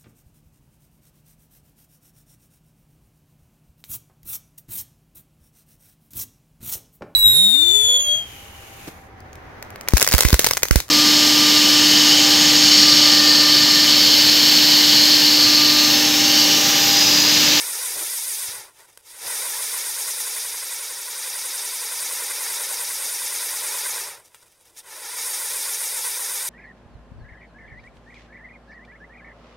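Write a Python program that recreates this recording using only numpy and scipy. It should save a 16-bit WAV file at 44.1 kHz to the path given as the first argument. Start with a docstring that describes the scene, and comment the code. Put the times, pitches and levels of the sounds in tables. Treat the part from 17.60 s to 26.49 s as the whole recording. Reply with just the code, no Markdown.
"""The gas jet of a firework wheel hisses and spits sparks on a post in a field at night, some metres away.
The turning nozzle sweeps its beam round and shifts the delay of the ground reflection, so the hiss swirls.
Twice a driver (a tube of powder) burns out, the fuse sputters and pops, and the next driver catches.
Puffs of flame and soft gusts of wind add low thumps and swells, over a dull echo and a faint far rumble."""
import sys
import numpy as np
from scipy import signal
from scipy.fft import rfft, irfft, next_fast_len
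from scipy.io import wavfile
from scipy.ndimage import uniform_filter1d, map_coordinates

SR = 44100
rng = np.random.default_rng(int(sys.argv[2]) if len(sys.argv) > 2 else 0)


def digitize_waveform(pressure):
    """Quantize a signal to 16-bit integers and store it at the path in sys.argv[1].

    Rows of a 2-D input are taken as channels; values are limited to [-1, 1].
    """
    field = np.atleast_2d(pressure).T
    bounded = np.clip(field, -1, 1)
    quanta = np.round(bounded * 32767).astype(np.int16)
    wavfile.write(sys.argv[1], SR, quanta)


N = 392049
TIME = np.arange(N) / SR
FFT_SIZE = next_fast_len(N)
FREQ = np.maximum(np.arange(FFT_SIZE // 2 + 1) * SR / FFT_SIZE, 1)


def undb(db):
    """Amplitude ratio of a level in decibels."""
    return 10 ** (np.asarray(db) / 20)


def unit(x):
    """Normalisation to a standard deviation of 1."""
    return x / np.std(x)


def over_time(table):
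    """Linear interpolation of a table's columns at every sample."""
    times, *columns = np.transpose(table)
    return [np.interp(TIME, times, column) for column in columns]


def over_frequency(table):
    """Interpolation of a table's columns on a logarithmic frequency axis."""
    hz, *columns = np.transpose(table)
    return [np.interp(np.log(FREQ), np.log(hz), column) for column in columns]


def filtered(x, gain):
    """Linear filtering as multiplication of the spectrum."""
    return irfft(rfft(x, FFT_SIZE) * gain, FFT_SIZE)[..., :N]


def noise(gain):
    """Spectrally shaped Gaussian noise of rms 1."""
    return unit(filtered(rng.standard_normal(N), gain))


def low_pass(hz, corner_hz, order=2):
    """Butterworth magnitude response."""
    return 1 / np.sqrt(1 + (hz / corner_hz) ** (2 * order))


def bells(table, hz):
    """Response in dB of Gaussian peaks and notches."""
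    return sum(db * np.exp(-np.log(2) * (2 * (hz - centre) / width) ** 2) for centre, width, db in table)


def wander(per_s):
    """Random modulation of spread 1, gliding between independent values."""
    hold = max(int(SR / per_s), 1)
    steps = np.repeat(rng.standard_normal(N // hold + 1), hold)[:N]
    return unit(uniform_filter1d(steps, hold))


def swell(peak_s, spread_s):
    """Gaussian envelope of height 1."""
    return np.exp(-.5 * ((TIME - peak_s) / spread_s) ** 2)


# The drivers. Each row: ignition in seconds, build-up in seconds, first level in dB relative to full,
# start of burn-out in seconds, full level in dB, sizzle in dB.
DRIVER_BURNS = [(-.3, .25, -15, 0.69, -27.5, 0.8), (1.452, 0.23, -31, 6.204, -27.5, 0),
                (7.262, 0.37, -15.5, 9.5, -28, 1)]
# The low roar in a driver's hiss. Each row: time in seconds, lift at full thrust in dB.
ROAR_LIFT = [(.4, -1.5), (.6, -7), (.8, -6.5), (1.0, 1.5), (1.45, -10), (1.7, 2.2), (2.3, -1.5), (3.4, -2),
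             (4.2, -1), (5.0, 1.6), (5.6, -1.5), (6.4, 3), (7.5, 1), (8.2, -0.7)]
# Spurts of the fuse. Each row: peak time in seconds, level in dB, spread in seconds, roar lift in dB.
FUSE_SPURTS = [(1.081, -53, 0.017, 18), (1.213, -54.5, .036, 13.5), (1.295, -55.5, .013, 12),
               (1.507, -43.5, 0.032, -3), (6.66, -54, 0.013, -3), (6.814, -58, 0.039, 7),
               (7.075, -61, .022, 5), (7.188, -39, 0.013, -1.5)]


def combustion():
    """Incoherent flames add in power: total level, and power-weighted roar and sizzle, all in dB."""
    # the second driver slowly loses thrust, then regains part at once and the rest slowly
    sag_at_s, deepest_sag_db = 3.49, -4.5
    since_sag = np.maximum(TIME - sag_at_s, 0)
    unrecovered = .46 * np.exp(-since_sag / .06) + .54 * np.exp(-since_sag)
    sag_db = deepest_sag_db * np.where(since_sag > 0, unrecovered, swell(sag_at_s, spread_s=.4))
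    fuse_db, fuse_roar_db, dullest_db = -62, 4, -2
    flames = [(undb(fuse_db), fuse_roar_db, dullest_db)]
    for peak_s, db, spread_s, lift_db in FUSE_SPURTS:
        flames.append((undb(db) * swell(peak_s, spread_s), lift_db, dullest_db))
    full_roar_db, = over_time(ROAR_LIFT)
    light_s, fade_s, fade_db = .016, .43, -35
    for catch_s, build_s, first_db, die_s, full_db, full_sizzle_db in DRIVER_BURNS:
        lit = (1 + np.tanh((TIME - catch_s) / (2 * light_s))) / 2
        building = np.clip(1 - (TIME - catch_s) / build_s, 0, 1)
        dying = np.clip((TIME - die_s) / fade_s, 0, 2) ** 3.47
        thrust_db = first_db * building + fade_db * dying + sag_db
        # a weak jet is duller: more roar, less sizzle
        roar_db = full_roar_db - .49 * thrust_db
        sizzle_db = np.maximum(full_sizzle_db + 1.3 * thrust_db, dullest_db)
        flames.append((lit * undb(full_db + thrust_db), roar_db, sizzle_db))
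    power = sum(gain ** 2 for gain, _, _ in flames)
    mean_roar_db = sum(gain ** 2 * roar for gain, roar, _ in flames) / power
    mean_sizzle_db = sum(gain ** 2 * sizzle for gain, _, sizzle in flames) / power
    return 10 * np.log10(power), mean_roar_db, mean_sizzle_db


# The jet's spectrum at full thrust. Each row: frequency in Hz, relative spectral density in dB.
JET_SPECTRUM = [(40, -38), (130, -28), (220, -19), (310, -15.5), (500, -9), (700, -7), (950, -4.5),
                (1350, -6.5), (2100, -1.5), (3500, 0.47), (5500, 0.5), (10000, -0.36), (13000, -0.5),
                (16000, -8)]


def turbulence():
    """Turbulent mixing noise: smooth hiss from the nozzle over the rougher roar of large eddies."""
    colour = undb(over_frequency(JET_SPECTRUM)[0])
    eddy_band = low_pass(FREQ, 2060)
    roar = rng.standard_normal(N)
    flicker = undb(1.37 * wander(per_s=420))
    roar *= flicker / np.sqrt(np.mean(flicker ** 2))
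    hiss = rng.standard_normal(N)
    return unit(filtered(roar, colour * eddy_band) + filtered(hiss, colour * np.sqrt(1 - eddy_band ** 2)))


# Lobes of the beam. Each row: angle in turns, spread in turns, frequency in Hz, spread in Hz,
# nominal gain in dB.
BEAM_LOBES = [(0.5, 0.093, 1300, 490, 5.5), (0.43, 0.044, 2760, 1400, -2.5), (0.25, 0.19, 5140, 1080, 3.5),
              (0.56, 0.1, 5520, 330, -3.5), (0.93, 0.1, 6230, 790, 5.5), (0.18, 0.039, 7340, 360, -8),
              (0.61, 0.13, 8900, 1260, 3.5), (0.8, 0.064, 12100, 820, 4)]


def beam(hz, turn):
    """Directivity in dB: the wheel shades and mirrors the nozzle, beaming each band at its own angle."""
    swing_db = 0
    for angle, spread, lobe_hz, spread_hz, db in BEAM_LOBES:
        off_axis = (turn - angle + .5) % 1 - .5
        facing = np.exp(-.5 * (off_axis / spread) ** 2)
        band = np.exp(-.5 * ((hz - lobe_hz) / spread_hz) ** 2)
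        swing_db += db * (facing - facing.mean()) * band
    return swing_db


def sparks(per_s, scatter_db):
    """Shot noise: burning grains crack at random instants, most of them faintly."""
    strength = undb(scatter_db * np.minimum(rng.exponential(size=N), 4))
    cracking = rng.random(N) < per_s / SR
    return unit(cracking * strength * rng.choice([-1, 1], N))


# Notches in the hiss. Each row: centre in Hz, width in Hz, gain at full thrust in dB.
JET_NOTCHES = [(2957, 856, -9), (7590, 790, -5.5)]


def jet(turns_per_s, turn):
    """Spectral modulation: thrust and beam colour the gas noise; grains crackle when the jet is weak."""
    level_db, roar_db, sizzle_db = combustion()
    focus = (turns_per_s / 9.84) ** .83  # a faster wheel deepens the lobes
    weakness = np.clip((-37 - level_db) / 20, 0, 1)
    hz, frame_s, frames = signal.stft(turbulence(), SR, nperseg=256, noverlap=192)
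    hz = hz[:, None]
    turn, roar_db, thrust, sizzle_db, focus = (
        np.interp(frame_s, TIME, curve) for curve in (turn, roar_db, 1 - weakness, sizzle_db, focus))
    roar_band = low_pass(hz, 2100) ** 2
    treble_tilt = (.5 - low_pass(hz, 6700, order=4) ** 2) * (1 - roar_band)
    tilt_db = roar_db * roar_band + sizzle_db * treble_tilt
    notch_db = (1 + thrust) / 2 * bells(JET_NOTCHES, hz)
    # the plume wavers, each part of the spectrum on its own
    waver = uniform_filter1d(rng.standard_normal(frames.shape), size=9, axis=0)
    waver_db = .55 * unit(uniform_filter1d(waver, size=14, axis=1))
    colour_db = tilt_db + focus * beam(hz, turn) + notch_db + waver_db
    _, hiss = signal.istft(frames * undb(colour_db), SR, nperseg=256, noverlap=192)
    crackle = weakness * undb(-4) * sparks(per_s=400, scatter_db=3)
    uneven_db = (.62 + weakness) * wander(per_s=80)
    return (hiss[:N] + crackle) * undb(level_db + uneven_db)


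# Reflection from grass. Each row: frequency in Hz, share of pressure returned, phase shift in radians.
GRASS_REFLECTION = [(300, .78, -.1), (1000, .74, -.2), (2000, .6, -.44), (4000, .32, .35), (6500, .28, .2),
                    (12000, .22, 0)]


def with_ground_reflection(direct, turn):
    """Comb-filter interference: the bounce off the grass lags most with the nozzle at its highest."""
    lag_s = .002098 + .000158 * np.cos(2 * np.pi * turn)
    share, phase = over_frequency(GRASS_REFLECTION)
    bounce = filtered(direct, share * np.exp(1j * phase))
    return direct + map_coordinates(bounce, [(TIME - lag_s) * SR], order=3)


def field_echo(source, t60_s=.74, echo_db=-44):
    """Diffuse scattering: the surroundings return a faint, dull echo, in antiphase at the two ears."""
    tail = noise(low_pass(FREQ, 210)) * undb(-60 * TIME / t60_s)
    echo = signal.fftconvolve(source, tail[:SR])[:N]
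    return unit(echo) * np.std(source) * undb(echo_db) * np.array([[1], [-1]])


# The air over the field. Each row: frequency in Hz, relative spectral density in dB.
NIGHT_SPECTRUM = [(25, -6), (60, -1), (110, 1.5), (220, -6.5), (400, 3.5), (680, -0.5), (950, -4),
                  (2000, -17), (6000, -15), (16000, -22)]


def night_air():
    """Ambient noise: a far rumble that wanders in level, slightly decorrelated in the bass."""
    colour = undb(over_frequency(NIGHT_SPECTRUM)[0])
    drift = undb(1.5 * wander(per_s=5))
    mid = noise(colour) * undb(-66.5)
    side = noise(colour * low_pass(FREQ, 500)) * undb(-84.5)
    return drift * (mid + side * np.array([[1], [-1]]))


# Low thumps and rumbling swells. Each row: peak time in seconds, thump level in dB, spread in seconds,
# growl in dB relative to the thump.
LOW_SWELLS = [(0.37, -57, 0.02, 13), (.425, -60, 0.013, 19), (0.89, -53, 0.0074, -10), (.97, -62, .025, -8),
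              (1.664, -60, 0.023, 16.5), (6.482, -69, 0.13, 7), (6.85, -70, .06, 1)]


def puffs_and_gusts():
    """Unsteady flow: puffs of flame and soft gusts of wind make low thumps and rumbling swells."""
    thump = noise(low_pass(FREQ, 133, order=3) * (1 - low_pass(FREQ, 51)))
    growl = noise(low_pass(FREQ, 590) * (1 - low_pass(FREQ, 298, order=5)))
    return sum(undb(db) * swell(peak_s, spread_s) * (thump + undb(growl_db) * growl)
               for peak_s, db, spread_s, growl_db in LOW_SWELLS)


# Flaws in the burning powder. Each row: start in seconds, crack level before filtering in dB,
# fizz level in dB, fizz decay time in seconds, amplitude of the dull body relative to the fizz.
POWDER_POPS = [(1.3744, -44, -31.5, .0016, .3), (6.6815, -52, -54, .002, .1),
               (6.7457, -24, -47.5, .016, .7), (7.053, -56, -54, .006, .1)]


def pops(crack_decay_s=.00009):
    """Impulsive sources: each pop is a pressure step that dies at once, then a short fizz."""
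    fizz = noise(1 - low_pass(FREQ, 2800))
    body = noise(low_pass(FREQ, 3300) * (1 - low_pass(FREQ, 660)))
    cracks, tails = np.zeros(N), np.zeros(N)
    for start_s, crack_db, fizz_db, fizz_decay_s, dullness in POWDER_POPS:
        age = np.maximum(TIME - start_s, 0)
        cracks += undb(crack_db) * (age > 0) * np.exp(-age / crack_decay_s)
        tails += undb(fizz_db) * (age > 0) * np.exp(-age / fizz_decay_s) * (fizz + dullness * body)
    return filtered(cracks, 1 - low_pass(FREQ, 350)) + tails


# The wheel's rotation. Each row: time in seconds, speed in turns per second.
WHEEL_SPEED = [(0.0, 6.597), (1.0, 7.188), (1.72, 6.186), (2.09, 7.202), (2.49, 10.229), (2.85, 11.299),
               (4.4, 10.438), (6.4, 9.007), (6.93, 7.39), (7.6, 7.052), (8.4, 7.983), (8.89, 8.02)]


def scene():
    """Superposition: the wheel straight ahead, its reflection, low swells, the echo and the night air."""
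    turns_per_s, = over_time(WHEEL_SPEED)
    turn = -.056 + np.cumsum(turns_per_s) / SR  # the nozzle is at the top on whole turns
    near = with_ground_reflection(jet(turns_per_s, turn) + pops(), turn) + puffs_and_gusts()
    return near + field_echo(near) + night_air()


# Resonances and notches of the microphone and its grille. Each row: centre in Hz, width in Hz, gain in dB.
MIC_RESPONSE = [(1960, 460, 0), (4267, 455, -7.5), (9160, 2580, 5), (14300, 2200, -2.5)]


def record(dry, cutoff_hz=15750):
    """Frequency response: the microphone colours the treble and a steep low-pass limits the bandwidth."""
    top_cut = signal.ellip(12, .1, 80, cutoff_hz, fs=SR, output="sos")
    return signal.sosfilt(top_cut, filtered(dry, undb(bells(MIC_RESPONSE, FREQ))))


dry = scene()
out = record(dry)
digitize_waveform(out)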